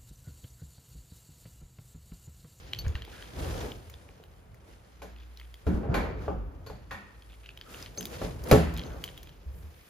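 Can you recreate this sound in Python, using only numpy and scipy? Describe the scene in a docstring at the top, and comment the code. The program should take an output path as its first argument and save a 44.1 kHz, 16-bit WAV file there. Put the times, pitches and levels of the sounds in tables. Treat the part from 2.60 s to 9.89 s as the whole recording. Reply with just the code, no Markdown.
"""Inside a bare house, in stereo on a phone carried in the hand.
First a step booms in the floor, keys ping and clothes rustle close by; small carried things tick.
From about 3 s, bumps ring the boards and the empty rooms. Near 5 s a hand takes a brass knob, and at
5.9 s the door is pulled shut at arm's length. The knob ticks on and two soft steps follow.
Under it all lies quiet room tone, with a low hum that swells now and then."""
import sys
import numpy as np
from scipy import signal
from scipy.fft import rfft, irfft
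from scipy.io import wavfile
from scipy.ndimage import uniform_filter1d

SR = 44100
rng = np.random.default_rng(int(sys.argv[2]) if len(sys.argv) > 2 else 0)


def store_wav(level_fs):
    """Save 16-bit WAV to argv[1]."""
    pcm = np.round(np.clip(np.atleast_2d(level_fs), -1, 1) * 32767)
    wavfile.write(sys.argv[1], SR, pcm.T.astype(np.int16))


N = 321685
SEC, HZ = np.arange(N) / SR, np.fft.rfftfreq(N, 1 / SR)

# blows on the door: start_s, panel_db, thud_db, thud_peak_hz, thud_fall_db_per_octave
DOOR_BLOWS = [(5.377, -31.5, -36, 198, 18), (5.616, -20, -30.5, 510, 15), (5.914, -3.5, -13.5, 547, 6),
              (5.9265, -1, -21.5, 195, 9)]
# door panel: pitch_hz, relative_db, t60_s
PANEL_MODES = [(76.2, -6.5, 0.77), (128.6, 7.5, 0.19), (166.5, -9.5, 0.77), (243.7, 0, 0.21),
               (279.7, 5.5, 0.14), (345.5, 7.5, 0.062), (428.3, 5, 0.2), (540, 8, 0.071), (770, -8, 0.23),
               (1137, -7, 0.11), (1330, -4, 0.064), (1710, -12, 0.064), (2280, -15.5, 0.07),
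               (2430, -13, 0.042)]
# steps and bumps: start_s, boom_db, boom_hz, boom_t60_s, thud_db, thud_peak_hz, thud_fall_db_per_octave
STEPS = [(0.244, -26, 66.3, 0.38, -45.5, 2430, 22), (0.267, -8, 79, 0.02, -67, 202, -0.5),
         (0.293, -19, 80, 0.1, -61, 202, 8), (0.35, -16.5, 67.6, 0.058, -44.5, 2250, 11.5),
         (2.419, -41, 59.2, 0.2, -40, 554, 5), (3.066, -16, 75, 0.24, -20.5, 201, 7.5),
         (3.139, -10.5, 63.5, 0.086, -34.5, 200, 8), (3.23, -51, 115, 0.24, -34, 710, 14),
         (3.292, -12.5, 129, 0.078, -26.5, 202, 18), (3.342, -29, 48.4, 0.37, -22, 950, 8.5),
         (3.68, -30.5, 68.6, 0.4, -25.5, 525, 14.5), (3.767, -26.5, 49.5, 0.57, -58, 197, 22),
         (4.062, -45, 51, 0.15, -42.5, 714, 6), (4.099, -38.5, 49.3, 0.24, -41.5, 525, 7),
         (4.31, -42.5, 83, 0.33, -33.5, 1090, 8.5), (4.358, -42.5, 200, 0.31, -61, 200, 10),
         (6.862, -29.5, 67, 0.46, -73, 522, 10), (7.034, -35, 75.8, 0.44, -62, 202, 6)]
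# floorboards: pitch_hz, relative_db, t60_s
FLOORBOARD_MODES = [(425.5, 4, 0.074), (555.3, -1.5, 0.1), (790, -7.5, 0.14), (1040, -2, 0.065),
                    (1469, -2.5, 0.079), (1602, -5, 0.12), (2362, -8.5, 0.19)]
# sharper bumps and the latch: start_s, first_hz, first_db, second_hz, second_db, room_send_db
HOLLOW_KNOCKS = [(0.3545, 1300, -36, 1800, -30, -22), (0.478, 780, -38, 352, -37, -1),
                 (1.494, 706, -47, 420, -41, -16), (1.6, 470, -40.5, 654, -49, -3),
                 (2.419, 860, -34, 2340, -37.5, -25), (3.068, 1330, -32, 584, -27.5, 0),
                 (3.093, 1460, -34, 870, -35, 2), (3.342, 2400, -23, 4550, -31.5, 0),
                 (3.6805, 715, -20, 1150, -26, -1.5), (4.1, 525, -29, 900, -32, -14),
                 (4.309, 1856, -28.5, 1460, -39.5, 8.5), (5.616, 614, -23, 1000, -27, -4),
                 (5.9124, 4040, -15, 2270, -13.5, -21), (5.9135, 580, 0.5, 1230, -11, -12.5),
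                 (5.9172, 530, -6.5, 1760, -19, -8.5), (5.9273, 232, -4, 125, -7.5, -9)]
# small hard things and the knob: start_s, level_db, pitch_hz, snap_relative_db
HARD_TICKS = [(0.134, -17, 3060, -27), (0.189, -27.5, 4100, -16), (0.2654, -31.5, 1670, -28),
              (0.2814, -37, 6660, -25), (0.354, -27, 2840, -46), (0.421, -29.5, 3140, -42),
              (0.4499, -36, 3370, -11), (0.625, -33.5, 3120, -23), (1.1191, -29.5, 3080, -26),
              (1.299, -41.5, 2240, -1), (1.3405, -37.5, 3520, -21), (1.49, -42.5, 2300, -23),
              (1.6384, -43, 3000, -12), (1.945, -50.5, 1890, -2), (2.7732, -38.5, 4070, -14),
              (2.799, -36, 3160, -15), (2.814, -38, 2150, -21), (2.942, -36.5, 3270, -12),
              (4.623, -42.5, 3200, -33), (4.861, -36, 2880, -38), (4.891, -33, 2600, -45),
              (4.9746, -33, 3130, -16), (5.0127, -30.5, 3240, -24), (5.145, -33, 2840, -13),
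              (5.226, -29.5, 4970, -31), (5.2613, -32.5, 3240, -33), (5.3756, -29, 4400, -15),
              (5.409, -31, 3130, -3), (5.4284, -34, 4970, -22), (5.4546, -27, 3570, -2),
              (5.839, -45, 4600, 8), (5.887, -35, 900, -3), (5.9136, -28, 2260, 11),
              (6.14, -54.5, 4900, 13), (6.166, -31.5, 3800, -24), (6.175, -34, 3200, -3),
              (6.183, -30, 3100, -15), (6.1945, -27, 3170, -25), (6.216, -33, 3130, -26),
              (6.2367, -34.5, 3920, -34), (6.266, -43, 4430, -17), (6.44, -23.5, 3080, -8),
              (6.461, -42, 3200, -2), (6.478, -34, 3100, -25), (6.489, -34, 3270, -24),
              (6.577, -33.5, 3250, -9), (6.631, -38.5, 3270, -3.5), (6.673, -37.5, 3300, -18),
              (6.6928, -41.5, 3170, -18)]
# brass knob: pitch_hz, relative_db, t60_s
BRASS_MODES = [(3100, -12, .028), (3280, -14, .022), (3850, -15, 0.018)]
# keys: pitch_hz, t60_s
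KEY_RINGS = [(4470, 0.072), (6293, 0.038), (11800, 0.023), (13080, 0.069)]
# keys touching: start_s, level_db for each of the four rings, room_send_db
KEY_TOUCHES = [(0.186, -27, -37, -31, -41, -8), (4.064, -51, -64.5, -75, -58, 16),
               (5.3805, -66, -17, -62, -71, -11), (5.403, -63, -46, -36, -52, -10),
               (6.247, -68, -45, -75, -79, 4), (6.33, -102, -47, -84, -79, -19)]
# runs of crackle from grip and fabric: start_s, end_s, level_db
CRACKLE_RUNS = [(0.037, 0.699, -40), (2.56, 2.636, -39.5), (2.76, 2.855, -44), (4.693, 4.752, -39.5),
                (4.832, 4.918, -38.5), (5.136, 5.286, -43), (5.5, 5.757, -61.5), (6.147, 6.325, -40.5),
                (6.453, 6.754, -46)]
# steady stir of walking: time_s, rumble_db, cloth_db
WALK_LEVELS = [(0, -46.5, -56.5), (0.3, -38, -64.5), (0.5, -49.5, -67), (1.3, -47.5, -62),
               (1.85, -51.5, -71), (2.4, -52.5, -66.5), (3.0, -59, -65.5), (3.3, -29, -71),
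               (3.75, -39.5, -74), (4.4, -50.5, -67.5), (4.75, -55, -65.5), (5.45, -46, -67),
               (5.8, -37.5, -61.5), (6.2, -38.5, -57.5), (6.5, -45, -60.5), (6.8, -49, -68),
               (7.05, -47.5, -63.5), (7.29, -58.5, -62)]
# single moves of body and arm: start_s, hold_s, rumble_db, scuff_db, cloth_db, sleeve_db
BODY_MOVES = [(0.507, 0.2, -49, -54, -55, -57.5), (0.796, 0.27, -35.5, -37.5, -47.5, -46),
              (2.087, 0.031, -52, -56, -61.5, -65), (3.14, 0.025, -30.5, -38.5, -62, -63),
              (3.343, 0.1, -42, -31, -58, -65), (3.624, 0.025, -50, -42.5, -57.5, -60),
              (5.119, 0.11, -66, -50.5, -51, -50), (5.389, 0.049, -58, -48.5, -55, -50.5),
              (5.528, 0.03, -42, -43, -49, -51.5), (5.633, 0.015, -33.5, -39, -46.5, -49),
              (5.904, 0.034, -50, -31, -44.5, -44.5), (6.25, 0.11, -41, -43, -68.5, -78),
              (6.438, 0.014, -66, -50, -58.5, -56), (6.957, 0.053, -48.5, -71, -83, -59.5)]
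# short dry scrapes: start_s, end_s, centre_hz, level_db
SOLE_SCRAPES = [(0.507, 0.659, 1580, -57.5), (5.04, 5.244, 1300, -59.5), (6.284, 6.346, 1510, -58)]
# noise colours of floor, soles, clothes, sleeve and house air: frequency_hz, relative_db
RUMBLE_COLOUR = [(30, -40), (45, 2), (75, -2), (120, -8.5), (200, -18)]
SCUFF_COLOUR = [(60, -5), (150, -1.5), (280, -1), (500, 0), (750, -8), (1500, -16.5), (3000, -39.5)]
CLOTH_COLOUR = [(500, -19.5), (1000, -8), (1600, -2.5), (3200, -4.5), (5000, -7.5), (8000, -13.5)]
SLEEVE_COLOUR = [(2000, -2.5), (5000, -34.5), (8500, 10), (10500, -1.5), (13500, -7), (15000, -6.5),
                 (16000, -32)]
AIR_COLOUR = [(25, -23), (40, 6), (65, 5), (120, -11.5), (160, -2.5), (500, -8), (1200, -13.5), (3000, -22),
              (7000, -48), (13000, -63), (16000, -53.5)]
# swells of low hum: start_s, end_s, pitch_hz, level_db
HUM_SWELLS = [(2.28, 3.087, 59.4, -48.5), (4.422, 4.986, 56, -51), (5.15, 5.46, 52.2, -49),
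              (5.999, 6.283, 58.7, -33.5)]
# echo of the empty rooms: low_hz, high_hz, early_t60_s, late_t60_s, late_relative_db
ROOM_BANDS = [(131, 352, 0.19, 0.68, 4.5), (320, 900, 0.29, 0.48, -7), (790, 2620, 0.035, 0.74, -2),
              (2100, 5060, 0.06, 0.52, 1), (4900, 12150, 0.1, 0.35, 11)]
# stereo image, alike in the bass and wider above: frequency_hz, left_lead_rad, side_share, lean_left_db
STEREO_IMAGE = [(0, 0.62, 0, -0.5), (252, 0.019, 0.45, -0.5), (536, 0.99, 0.64, 1), (1145, -0.33, 1, 1),
                (2067, 1, 0.83, -1.5), (4200, 1, 0.54, 1.5), (5600, -1.36, 0.8, 2.5),
                (6620, 0.0015, 0.85, 2)]
# stereo image, opposed at 8-9.4 kHz and nearly mono above 12 kHz: same columns
TREBLE_STEREO_IMAGE = [(7900, -np.pi, .03, 0), (9400, -np.pi, .03, 0), (10800, -4.6, .5, 0),
                       (12200, -2 * np.pi, .12, 0)]


def door():
    """Each blow rings the panel at arm's length, slightly detuned; the low modes speak late."""
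    out = np.zeros(N)
    for start, panel_db, *_ in DOOR_BLOWS:
        for hz, mode_db, t60 in PANEL_MODES:
            detune = 1 + 0.0072 * rng.standard_normal()
            add(out, start, undb(panel_db + mode_db - 15.5) * ring(hz * detune, t60, rise_s=0.6 / hz))
    return out


def footsteps(rattle_s=0.03, rattle_db=-4):
    """Steps and bumps boom in the floor below the phone; loose boards ring and rattle on."""
    out = np.zeros(N)
    for start, boom_db, boom_hz, boom_t60, thud_db, peak_hz, fall in STEPS:
        add(out, start, undb(boom_db) * ring(boom_hz, max(boom_t60, 0.05), rise_s=0.0048))
        for hz, board_db, t60 in FLOORBOARD_MODES:
            level_db = thud_db + board_db - thud_rolloff_db(hz, peak_hz, fall)
            for k, (bend, late) in enumerate(rng.random((3, 2))):
                board = ring(hz * (0.97 + 0.0605 * bend), t60, rise_s=0.0023)
                add(out, start + k * rattle_s * late, undb(level_db + k * rattle_db) * board)
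    return out


def room_thuds(room):
    """Every step and door blow comes back from the rooms, band by band."""
    impulses = np.zeros((len(ROOM_BANDS), N))
    centres_hz = np.array([np.sqrt(lo * hi) for lo, hi, *_ in ROOM_BANDS])
    for start, *_, db, peak_hz, fall in STEPS + DOOR_BLOWS:
        add(impulses, start, undb(db - thud_rolloff_db(centres_hz, peak_hz, fall))[:, None])
    return sum(echoed(impulse, echo) for impulse, echo in zip(impulses, room))


def knocks():
    """Sharp bumps and the latch ring two short hollow notes; gives direct sound and room send."""
    direct, send = np.zeros((2, N))
    for start, hz1, db1, hz2, db2, send_db in HOLLOW_KNOCKS:
        for hz, db in ((hz1, db1), (hz2, db2)):
            add(direct, start, undb(db) * ring(hz, t60=0.009 + 5 / hz, rise_s=0.0004))
            add(send, start, undb(db + send_db - 3) * ring(hz, t60=0.0225))
    return direct, send


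def hard_ticks(knob_reached_s=4.95, bounce_s=0.011):
    """Small hard things tick and bounce twice; once the knob is reached, ticks also ring its brass."""
    out = np.zeros(N)
    for start, db, hz, snap_db in HARD_TICKS:
        add(out, start - 0.0004, undb(db) * tick(hz, snap_db))
        if start > knob_reached_s:
            for brass_hz, brass_db, t60 in BRASS_MODES:
                bend, size = rng.uniform(-1.35, 1, 2)
                mismatch_db = 30 * abs(np.log2(hz / brass_hz))  # a tick far from a mode rings it less
                brass = ring(brass_hz * (1 + 0.025 * bend), t60)
                add(out, start, undb(db + brass_db + 4 * size - mismatch_db) * brass)
        for k, chance in enumerate(rng.random(2)):
            bounce = tick(hz * (0.98 + 0.088 * chance), snap_db - 0.5)
            add(out, start + bounce_s * (k + 0.51 + chance), undb(db - 14 - 7 * k) * bounce)
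    return out


def tick(hz, snap_db):
    """One dry contact: a snap of treble, a spit of grit and three very short rings."""
    noise, t = rng.standard_normal(600), SEC[:600]
    snap = band(noise, 4200, 13000) * undb(snap_db) * decay(t, t60=0.025)
    grit = band(noise, 0.23 * hz, 1.81 * hz) * undb(-8) * decay(t, t60=0.011)
    out = snap + grit
    for ratio, gain in ((1, 1.5), (1.045 + 0.4 * rng.random(), 0.7), (0.5 + 0.32 * rng.random(), 0.7)):
        add(out, 0, gain * ring(ratio * hz, t60=0.0075, rise_s=0.0004))
    return out


def keys():
    """Carried keys touch and ping in four high modes; gives direct sound and room send."""
    direct, send = np.zeros((2, N))
    for start, *levels_db, send_db in KEY_TOUCHES:
        for (hz, t60), db in zip(KEY_RINGS, levels_db):
            add(direct, start, undb(db) * ring(hz, t60, rise_s=0.006))
            add(send, start, undb(db + send_db) * ring(hz, t60 / 6))
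    return direct, send


def grip_crackle(ticks_per_s=380):
    """Grip and fabric crackle right at the phone in runs of faint ticks."""
    out = np.zeros(N)
    for start, end, db in CRACKLE_RUNS:
        for when, softness, pitch in rng.random((int((end - start) * ticks_per_s), 3)):
            grain = tick(2300 * (1 + 0.55 * pitch), snap_db=-24.5)
            add(out, start + when * (end - start), undb(db - 7 - 15 * softness) * grain)
    return out


def walker(rise_db_per_s=219, fall_db_per_s=112.5):
    """Close by, the floor rumbles, soles scuff, clothes rustle and a sleeve swishes with each move."""
    times, rumble_db, cloth_db = np.transpose(WALK_LEVELS)
    rumble_db, cloth_db = np.interp(SEC, times, rumble_db), np.interp(SEC, times, cloth_db)
    power = undb([rumble_db, rumble_db - 9.5, cloth_db, cloth_db - 1]) ** 2
    for start, hold, *levels_db in BODY_MOVES:
        before_s, after_s = np.maximum(start - SEC, 0), np.maximum(SEC - start - hold, 0)
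        swell = undb(-rise_db_per_s * before_s - fall_db_per_s * after_s)
        power += np.outer(undb(levels_db), swell) ** 2
    rumble, scuff, cloth, sleeve = np.sqrt(power)
    grains = undb(3.04 * wander(200))
    return (rumble * hiss(RUMBLE_COLOUR, flicker_db=3.5, rate_hz=9)
            + scuff * hiss(SCUFF_COLOUR, flicker_db=2, rate_hz=25)
            + sole_scrapes()
            + cloth * grains * hiss(CLOTH_COLOUR, flicker_db=1.5, rate_hz=8.1)
            + sleeve * hiss(SLEEVE_COLOUR, flicker_db=4, rate_hz=5.9))


def sole_scrapes():
    """A sole scrapes the floor: a short, rough, narrow band of noise."""
    out = np.zeros(N)
    for start, end, hz, db in SOLE_SCRAPES:
        swell = fade(start, end, ramp_s=0.026) * undb(db + 3 * wander(70))
        out += swell * unit(band(rng.standard_normal(N), hz / 1.13, hz * 1.1))
    return out


def room_tone():
    """Quiet air of the house, and swells of a low hum with a faint octave."""
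    out = undb(-60.5) * hiss(AIR_COLOUR, flicker_db=0.5, rate_hz=0.74)
    waver = undb(0.78 * wander(28))
    for start, end, hz, db in HUM_SWELLS:
        hum = np.sin(2 * np.pi * hz * SEC) + undb(-19.5) * np.sin(4 * np.pi * hz * SEC)
        out += fade(start, end, ramp_s=0.19) * waver * np.sqrt(2) * undb(db) * hum
    return out


def empty_rooms(build_cycles=2):
    """Stereo echo of each band: a build-up, slowest in the lows, an early fall and a long tail."""
    t, echoes = SEC[:SR], []
    for lo, hi, early_t60, late_t60, late_db in ROOM_BANDS:
        noise = unit(band(band(rng.standard_normal((2, SR)), lo, hi), lo, hi))
        fall = (decay(t, early_t60) + undb(late_db) * decay(t, late_t60)) / 2
        build = 1 - np.exp(-t * lo / build_cycles)
        echoes.append(noise * fall * build)
    return echoes


def thud_rolloff_db(hz, peak_hz, fall_db_per_octave, rise_db_per_octave=5.5):
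    """How far a thud's spectrum lies under its peak at hz."""
    octaves = np.log2(hz / peak_hz)
    return np.maximum(fall_db_per_octave * octaves, -rise_db_per_octave * octaves)


def ring(hz, t60, rise_s=0):
    """One mode, struck once; a soft contact makes it swell in."""
    t = SEC[:int(1.5 * t60 * SR)]
    return np.sin(2 * np.pi * hz * t) * decay(t, t60) * (1 - np.exp(-t / (rise_s + 1 / SR)))


def hiss(colour, flicker_db, rate_hz):
    """Two unrelated noises of the given colour; each octave flickers alone."""
    hz, db = np.transpose(colour)
    octave = np.log2(np.maximum(HZ, 1))
    spectrum = rfft(rng.standard_normal((2, N))) * undb(np.interp(octave, np.log2(hz), db, -99, -99))
    out = np.zeros((2, N))
    for mid in range(int(np.log2(hz[0])), int(np.log2(hz[-1])) + 2):
        window = np.clip(1 - abs(octave - mid), 0, 1)
        out += irfft(spectrum * window, N) * undb(flicker_db * wander(rate_hz))
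    return unit(out)


def wander(rate_hz):
    """Glides between random levels, rate_hz of them a second."""
    hold = int(SR / rate_hz)
    return 0.78 * uniform_filter1d(np.repeat(rng.standard_normal(N // hold + 1), hold), hold)[:N]


def decay(t, t60):
    return undb(-60 * t / t60)


def fade(start, end, ramp_s):
    return np.clip(np.minimum(SEC - start, end - SEC) / ramp_s, 0, 1)


def undb(db):
    return 10 ** (np.asarray(db) / 20)


def unit(x):
    return x / np.sqrt(np.mean(x ** 2))


def band(x, lo_hz, hi_hz):
    return signal.sosfilt(signal.butter(2, [lo_hz, hi_hz], "band", fs=SR, output="sos"), x)


def add(out, start_s, x):
    i = int(start_s * SR)
    out[..., i:i + x.shape[-1]] += x[..., :N - i]


def echoed(x, response):
    return signal.fftconvolve(np.atleast_2d(x), response, axes=-1)[:, :N]


def scene():
    """Near sounds and their echoes over the room tone; the small ones skip the lowest room band."""
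    room = empty_rooms()
    blows = door() + footsteps() + room_thuds(room)
    ticks = hard_ticks() + grip_crackle()
    knock_direct, knock_send = knocks()
    key_direct, key_send = keys()
    upper_room = sum(room[1:])
    upper_room /= np.linalg.norm(upper_room[0])
    echo = echoed(undb(-12) * ticks + knock_send + key_send, upper_room)
    return blows + ticks + knock_direct + key_direct + echo + walker() + room_tone()


def record(dry):
    """Left and right: alike in the bass, opposed at 8-9.4 kHz, nearly mono above 12 kHz; 16 kHz cut."""
    hz, lead_rad, side_share, lean_db = np.transpose(STEREO_IMAGE + TREBLE_STEREO_IMAGE)
    cavity_db = 3 * np.exp(-((HZ - 13500) / 2000) ** 2)  # resonance of the microphone's small cavity
    left, right = rfft(dry) * undb(cavity_db)
    mid = (left + right) / 2
    side = (left - right) / 2 * np.interp(HZ, hz, side_share)
    offset = np.exp(0.5j * np.interp(HZ, hz, lead_rad)) * undb(np.interp(HZ, hz, lean_db) / 2)
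    stereo = irfft(np.array([(mid + side) * offset, (mid - side) / offset]), N)
    return signal.sosfilt(signal.ellip(8, 0.2, 70, 16000, fs=SR, output="sos"), stereo)


dry = scene()
out = record(dry)
store_wav(out)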